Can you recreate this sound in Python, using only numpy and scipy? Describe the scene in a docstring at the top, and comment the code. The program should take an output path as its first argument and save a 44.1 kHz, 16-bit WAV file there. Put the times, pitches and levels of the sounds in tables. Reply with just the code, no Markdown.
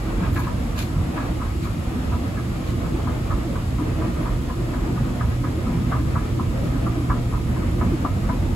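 """Escalator steps clack over the top turn about four times a second, taking up slack and ringing.
The microphone rides up on a step, between steel side panels in a shop, so the clacks draw nearer.
Underfoot the old drive hums and rumbles, the truss drones and the rollers run and bump in their tracks;
drone and rollers swell once in each turn of the chain wheel. Something scuffs close by a few times,
mostly early on, and a faint hiss lies behind it all."""
import sys
import numpy as np
from scipy import signal
from scipy.fft import rfft, irfft, next_fast_len
from scipy.io import wavfile
from scipy.ndimage import uniform_filter1d, map_coordinates

SR = 44100
rng = np.random.default_rng(int(sys.argv[2]) if len(sys.argv) > 2 else 0)


def put_to_file(sound):
    """Save the sound as 16-bit audio at rate SR, in the file named by the first command-line argument."""
    columns = np.atleast_2d(sound).T  # one column per channel
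    safe = np.clip(columns, -1, 1)
    whole_steps = np.round(safe * 32767)
    wavfile.write(sys.argv[1], SR, whole_steps.astype(np.int16))


N = 377055
TIME = np.arange(N) / SR


def amp(db):
    """Decibels to gain."""
    return 10 ** (np.asarray(db) / 20)


def unit(x):
    """x at rms 1."""
    return x / np.sqrt(np.mean(x ** 2) + 1e-20)


def steady(x):
    """x at rms 1 with its slow chance swells evened out, as under a steady push."""
    power = np.abs(uniform_filter1d(np.mean(x ** 2, 0), size=6000))
    return unit(x / np.sqrt(power + 1e-6))


def at_hz(points, hz):
    """(frequency [Hz], value) points read on a log axis."""
    freqs, values = np.transpose(points)
    return np.interp(np.log(hz + 1), np.log(freqs + 1), values)


def over_time(points):
    """(time [s], value) points read at every sample."""
    return np.interp(TIME, *np.transpose(points))


def wobble(rate):
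    """A smooth random curve, rate knots a second."""
    knots = rng.standard_normal(int(N * rate / SR) + 4)
    return map_coordinates(knots, [TIME * rate])


def filtered(x, response):
    """x through a complex response of frequency."""
    n = x.shape[-1]
    padded = next_fast_len(n + 8192)
    return irfft(rfft(x, padded) * response(np.fft.rfftfreq(padded, 1 / SR)), padded)[..., :n]


def resonances(modes, hz):
    """Causal response of (frequency [Hz], width [Hz], gain [dB]) modes, alternating in sign."""
    return sum((-1) ** k * amp(db) * 1j * hz * width / (centre ** 2 - hz ** 2 + 1j * hz * width)
               for k, (centre, width, db) in enumerate(modes))


def pan(x, left_db):
    """Lean a sound to the microphone's left by left_db."""
    return x * amp([[left_db / 2], [-left_db / 2]])


# Likeness of the microphone's two channels: (frequency [Hz], correlation [-1 to 1])
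CHANNEL_LIKENESS = [(60, 0.98), (150, 0.93), (320, 0.84), (500, 0.091), (800, 0.23), (1200, 0.33),
                    (1700, -0.41), (2600, 0.28), (4500, -0.066), (6000, -0.076)]
def stereo_noise(response):
    """Noise of rms 1 around the microphone: alike in the bass, diffuse in the treble."""
    def spread(hz):
        angle = np.arccos(at_hz(CHANNEL_LIKENESS, hz)) / 2
        return response(hz) * np.array([np.cos(angle), np.sin(angle)])
    mid, side = filtered(rng.standard_normal((2, N)), spread)
    return unit(np.array([mid + side, mid - side]))


def rush(spectrum, patchy_db=2):
    """Stereo noise in shifting patches of louder and softer; the treble stays smooth."""
    noise = stereo_noise(lambda hz: amp(at_hz(spectrum, hz)))
    hz, _, bins = signal.stft(noise, SR, nperseg=2048)
    patches = uniform_filter1d(rng.standard_normal(bins.shape[1:]), size=3, axis=0)
    patches = unit(uniform_filter1d(patches, size=6, axis=1))
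    depth_db = patchy_db / np.sqrt(1 + (hz[:, None] / 3000) ** 2)
    return unit(signal.istft(bins * amp(depth_db * patches), nperseg=2048)[1][:, :N])


def ringing(modes, top_hz=3500):
    """Stereo noise of rms 1 ringing in the given modes."""
    return stereo_noise(lambda hz: resonances(modes, hz) / (1 + (hz / top_hz) ** 4))


def chain_load(lead_s, turn_s=.965, first_peak_s=.31):
    """The chain wheel runs out of true: its load, -1 to 1, peaks once a turn. Read lead_s ahead."""
    return np.cos(2 * np.pi * (TIME + lead_s - first_peak_s) / turn_s)


# The shop around the escalator: (frequency [Hz], time to fade by 60 dB [s])
SHOP_DECAY = [(300, .5), (1200, 0.07), (8000, 0.37)]
def shop_tail(n):
    """The shop's reverberation: a fresh stereo tail, energy about 1 per channel."""
    hz, t, bins = signal.stft(rng.standard_normal((2, n)), SR, nperseg=256)
    fade = amp(-60 * t / at_hz(SHOP_DECAY, hz)[:, None])
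    tail = signal.istft(bins * fade, SR, nperseg=256)[1]
    return tail / np.linalg.norm(tail[0])


# Hiss in the background: (frequency [Hz], relative density [dB])
HISS_SPECTRUM = [(3000, -25), (5500, -8), (7000, -2), (8700, -.5), (11000, -2), (13000, -6.5), (15500, -14)]
def hiss(level_db=-50.4, lag_s=10.2 / SR, offset_rad=4.05):
    """One thin, steady hiss in both channels, shifted in phase and a hair later on the left."""
    def response(hz):
        phase_gap = offset_rad - 2 * np.pi * hz * lag_s
        return amp(at_hz(HISS_SPECTRUM, hz)) * np.exp(1j * phase_gap / 2 * np.array([[1], [-1]]))
    return amp(level_db) * unit(filtered(rng.standard_normal(N), response))


# The motor, louder as the microphone nears it: (time [s], level [dB])
HUM_LEVEL = [(0.0, -35.5), (1.6, -36.5), (3.9, -30.5), (5.4, -31), (5.9, -28.5), (7.5, -28.5), (8.55, -33)]
def motor_hum(mains_hz=60, waver_db=1.9, waver_rad=.36, waver_rate=11):
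    """The motor hums at twice the mains frequency, wavering in level and phase."""
    drift = .42 * wobble(.93)  # riding through the standing waves slowly turns the phase
    phase = 2 * np.pi * 2 * mains_hz * TIME + drift + waver_rad * wobble(waver_rate)
    gain = amp(over_time(HUM_LEVEL) + waver_db * wobble(waver_rate))
    return pan(gain * unit(np.sin(phase)), left_db=-1.4)


# Rumble right under the microphone: (frequency [Hz], relative density [dB])
RUMBLE_SPECTRUM = [(15, -50), (23, -25), (30, -3.5), (46, 9), (56, 6), (67, 8), (79, 4), (90, 6.5),
                   (105, 0), (130, 0.5), (200, -65.5)]
# Its strength along the ride: (time [s], level [dB])
RUMBLE_RIDE = [(0.0, -26), (0.32, -24.5), (0.62, -26), (1.1, -27), (2.15, -25.5), (2.6, -26.5), (4.0, -26),
               (7.1, -25), (8.55, -23.5)]
def drive_rumble():
    """The running drive sends a deep, uneven rumble up through the step."""
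    gain = amp(over_time(RUMBLE_RIDE) + 1.62 * wobble(12))
    return pan(gain * steady(rush(RUMBLE_SPECTRUM)), left_db=-2)


# The truss below and the panels to either side: (frequency [Hz], width [Hz], gain [dB])
TRUSS_MODES = [(147.5, 14.4, -1), (174.2, 15.4, 1), (227.6, 12.6, -2), (248.7, 9.8, 3), (261.4, 19.6, -4),
               (309.7, 4, -0.5), (335.8, 4.6, -4.5), (480, 18, -11)]
# The broad noise around those modes: (frequency [Hz], relative density [dB])
DRONE_SPECTRUM = [(90, -50), (130, -2.5), (200, -2), (290, -1.5), (350, -3.5), (390, -15), (500, -80)]
def truss_drone(base_db=-31, bass_boost_db=3, split_hz=166, growth_db_per_s=.44, swing_db=1):
    """The chain shakes the truss. Bass carries along all of it; the rest grows as the top nears."""
    truss = steady(amp(-3.5) * ringing(TRUSS_MODES) + rush(DRONE_SPECTRUM, patchy_db=2.5))
    bass = filtered(truss, lambda hz: 1 / (1 + (hz / split_hz) ** 10))
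    nearing = amp(bass_boost_db) * bass + amp(growth_db_per_s * TIME) * (truss - bass)
    gain = amp(base_db + swing_db * chain_load(lead_s=.21) + 1.6 * wobble(14))
    return pan(gain * nearing, left_db=-.3)


# The machine pit at the top landing: (frequency [Hz], width [Hz], gain [dB])
PIT_MODES = [(88.5, 5.4, 1), (483, 10.4, -28)]
# The pit as the microphone approaches: (time [s], level [dB])
PIT_APPROACH = [(0, -47), (5, -43), (6.4, -31), (7.3, -37), (8.35, -28.5), (8.55, -30)]
def machine_pit():
    """The pit resonates with a low note, a little to the right."""
    return pan(amp(over_time(PIT_APPROACH)) * steady(ringing(PIT_MODES)), left_db=-2)


# Booms in the panels around the microphone: (time [s], level [dB], pitch [Hz])
PANEL_BOOMS = [(0.195, -27, 245), (0.23, -21.5, 177), (0.63, -26.5, 239), (0.99, -21.5, 152),
               (1.985, -26.5, 234), (2.745, -31.5, 343), (2.95, -30, 340), (3.815, -23.5, 300),
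               (5.004, -22.5, 147), (5.09, -31, 327), (5.585, -28, 337), (5.699, -24.5, 236),
               (5.729, -24.5, 163), (5.83, -27, 188), (6.04, -33.5, 316), (6.65, -29, 177),
               (6.762, -25, 255), (6.98, -24.5, 301), (7.14, -26, 236), (7.85, -24, 238), (7.88, -23, 177),
               (7.935, -24, 297), (8.045, -25, 253), (8.325, -28, 251)]
def panel_booms(width_hz=54, half_length_s=.03):
    """A roller bumps over a track joint and makes one panel boom briefly."""
    out = np.zeros(N)
    for at_s, db, pitch_hz in PANEL_BOOMS:
        span = np.abs(TIME - at_s) < .2
        noise = rng.standard_normal(span.sum())
        boom = filtered(noise, lambda hz: resonances([(pitch_hz, width_hz, 0)], hz) ** 2)
        swell = np.exp(-((TIME[span] - at_s) / half_length_s) ** 2)
        boom_rms = np.sqrt(np.average(boom ** 2, weights=swell ** 2))
        out[span] += amp(db) * swell * boom / boom_rms
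    return pan(out, left_db=.5)


# Rollers in the tracks underfoot: (frequency [Hz], relative density [dB])
ROLLER_SPECTRUM = [(250, -17.5), (400, -2), (475, -1), (660, -2.5), (860, -8), (980, -8.5), (1280, -8),
                   (1480, -13), (1850, -12.5), (2900, -17.5), (3800, -20), (5000, -23), (8000, -32.5),
                   (14000, -120)]
def rollers(level_db=-36, load_swing_db=1, body_hz=2000):
    """Wheels roll unevenly. The noise's body follows their load; the fine sliding above hardly does."""
    noise = rush(ROLLER_SPECTRUM)
    body = filtered(noise, lambda hz: 1 / (1 + (hz / body_hz) ** 4))
    swing_db = load_swing_db * chain_load(lead_s=.17) + 1.7 * wobble(18)
    rolling = amp(swing_db) * body + amp(.12 * swing_db) * (noise - body)
    return pan(amp(level_db) * rolling, left_db=.9)


# Dry scuffs close by: (time [s], level [dB], half length [s], treble tilt [dB per octave])
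SCUFF_EVENTS = [(0.237, -36, 0.057, -14.5), (0.35, -49, .04, 9), (0.37, -35.5, 0.014, -7),
                (0.402, -41.5, 0.019, 5), (0.44, -38.5, 0.039, -11.5), (0.79, -40, 0.015, -4),
                (0.805, -32.5, 0.031, -3), (1.192, -39.5, 0.086, -13.5), (1.644, -43.5, 0.027, -4),
                (2.688, -44, 0.034, -4), (6.658, -47, .03, -3)]
# The rub before its tilt: (frequency [Hz], relative density [dB])
SCUFF_SPECTRUM = [(200, -50), (900, 6.5), (1800, 2.5), (2500, 6), (3200, 5), (4100, 4.5), (6000, -1),
                  (7500, 0.5), (9000, -7), (11500, 10.5), (15500, -7)]
# The panel that a scuff rings: (frequency [Hz], width [Hz], gain [dB])
PANEL_MODES = [(1590, 78, 2), (2430, 170, 5.5), (3500, 180, 0), (4250, 390, 5), (7040, 530, 6)]
def scuffs(catches_per_s=900, catch_db=-4, room_db=-6.5):
    """Short rubs swell and fade; tiny catches in each ring the panel, and the shop echoes them."""
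    out = np.zeros((2, N))
    for at_s, db, half_length_s, tilt_db in SCUFF_EVENTS:
        def colour(hz):
            tilted_db = at_hz(SCUFF_SPECTRUM, hz) + tilt_db * np.log2(hz / 4000 + .074)
            return amp(tilted_db) * (1 + np.abs(resonances(PANEL_MODES, hz)))
        span = np.abs(TIME - at_s) < .3
        smooth, catch_sizes = rng.standard_normal((2, 2, N))[..., span]
        catches = unit(catch_sizes * (rng.random(N)[span] < catches_per_s / SR))
        rub = unit(filtered(smooth + amp(catch_db) * catches, colour))
        swell = np.exp(-((TIME[span] - at_s) / half_length_s) ** 2)
        out[:, span] += amp(db) * swell * rub
    out *= amp(2.2 * wobble(230))  # a fast flutter roughens the rubs
    echo = signal.fftconvolve(out, shop_tail(SR // 2), axes=1)[:, :N]
    return out + amp(room_db) * echo


# A step's ring, underfoot or up at the turn: (frequency [Hz], width [Hz], gain [dB])
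STEP_RING = [(707, 260, -11), (982, 33, 4), (1077, 55, -1), (1152, 42, 1), (1254, 53, 6.5), (1365, 33, -3),
             (1466, 160, -3.5), (1630, 42, 0), (1692, 24, 1.5), (2254, 110, -10)]
def step_chatter(level_db=-50.5, load_swing_db=1):
    """Rolling keeps the steps faintly ringing, more so under load."""
    gain = amp(level_db + load_swing_db * chain_load(lead_s=.17) + 4.4 * wobble(22))
    return pan(gain * ringing(STEP_RING), left_db=.9)


# Borders of a step's low, middle and high modes: (frequency [Hz])
MODE_BORDERS = [0, 1110, 1400, 20000]
def clack(levels_db, slack, contacts_per_s=2500, rattle_db=1.5, side_db=-6, room_db=-7, soft_hz=2300):
    """A step takes up its slack in a quick cluster of contacts, then rattles; all ring its modes."""
    rise_s, settle_s, rattle_s = .0053 * slack, .013 * slack, .035 * slack
    n = SR // 2
    t = np.arange(n) / SR - .018  # zero where the step seats
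    press = np.exp(np.minimum(t / rise_s, -t / settle_s))
    rattle = amp(rattle_db) * np.exp(np.minimum(t / rise_s, -t / rattle_s))
    signs = rng.choice([-1, 1], (2, n))
    contacts = signs * (rng.random((2, n)) < contacts_per_s / SR) * (press + rattle)
    contacts[0, np.argmax(press)] += 1.2  # one more contact as it seats
    # no two steps ring quite alike
    modes = [(hz * (1 + rng.normal(0, .006)), width, db + rng.normal(0, 1.2))
             for hz, width, db in STEP_RING]
    cushion = lambda hz: 1 / np.sqrt(1 + (hz / soft_hz) ** 10)  # soft wheels give little treble
    tail, out = shop_tail(n), np.zeros((2, n))
    # where the step is struck decides how hard each group of modes rings
    for db, low_hz, high_hz in zip(levels_db, MODE_BORDERS, MODE_BORDERS[1:]):
        group = [mode for mode in modes if low_hz <= mode[0] < high_hz]
        direct, mirrored = filtered(contacts, lambda hz: resonances(group, hz) * cushion(hz))
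        # the side panels mirror the clack differently to each side of the microphone
        near = unit(direct) + amp(side_db) * unit(mirrored) * np.array([[1], [-1]])
        far = unit(signal.fftconvolve(direct[None], tail, axes=1)[:, :n])
        out += amp(db) * unit(near + amp(room_db) * far)
    return out


# Steps at the top turn, ahead of the microphone, with the relative level of each group of modes:
# (time [s], low [dB], middle [dB], high [dB], slack [1 is usual, less is tighter])
STEP_CLACKS = [(0.233, -53, -50, -49.5, 1.8), (0.362, -55, -49, -47, 0.4), (0.373, -45, -49, -48, 0.9),
               (0.395, -48, -60, -55, 1.2), (0.471, -44.5, -48, -55, 1.6), (0.96, -64, -56, -65, 1.5),
               (1.177, -45.5, -47, -50, 1.4), (1.415, -49, -46.5, -57, 1.6), (1.653, -54.5, -51, -62, 0.89),
               (2.123, -46, -48, -59, 0.93), (2.372, -60, -49, -51.5, 0.89), (2.848, -53, -56, -58, 1.8),
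               (3.074, -47, -49, -53, 0.75), (3.311, -45, -42.5, -52, 1), (3.558, -48.5, -50.5, -58, 1.3),
               (3.79, -48, -50.5, -62, 1.3), (4.019, -47.5, -51, -59, 1), (4.259, -46, -47, -56, 1.3),
               (4.499, -47, -53, -56, 1.2), (4.741, -47.5, -57, -55, 1.4), (4.971, -54, -48.5, -58, 0.77),
               (5.209, -45.5, -43.5, -49.5, 0.95), (5.444, -48, -45.5, -53, 0.74),
               (5.667, -53, -50, -70, 1), (5.922, -41.5, -40, -46.5, 1), (6.156, -42, -42, -50, 0.75),
               (6.397, -44, -47, -61, 0.76), (6.866, -47.5, -43.5, -63, 0.6),
               (7.103, -39.5, -39.5, -46.5, 0.73), (7.338, -46.5, -48, -63, 1.6),
               (7.564, -49, -58, -57, 0.72), (7.814, -41.5, -43.5, -52, 0.73),
               (8.05, -39.5, -40.5, -57, 0.58), (8.294, -39.5, -48, -53, 0.75)]
def steps(gain_db=-.7, lead_s=.02):
    """Steps clack over the turn, louder as the top nears; an early one strikes three times."""
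    out = np.zeros((2, N + SR))
    for at_s, *levels_db, slack in STEP_CLACKS:
        hit = amp(gain_db) * clack(levels_db, slack)
        start = round((at_s - lead_s) * SR)
        out[:, start:start + hit.shape[1]] += hit
    return pan(out[:, :N], left_db=1.5)


def scene():
    """Everything that reaches the microphone on its moving step."""
    drive = motor_hum() + drive_rumble() + truss_drone() + machine_pit()
    tracks = panel_booms() + rollers() + step_chatter()
    return drive + tracks + steps() + scuffs() + hiss()


def record(dry, top_hz=15750):
    """The microphone's recorder keeps nothing above its band limit."""
    return filtered(dry, lambda hz: hz < top_hz)


dry = scene()
out = record(dry)
put_to_file(out)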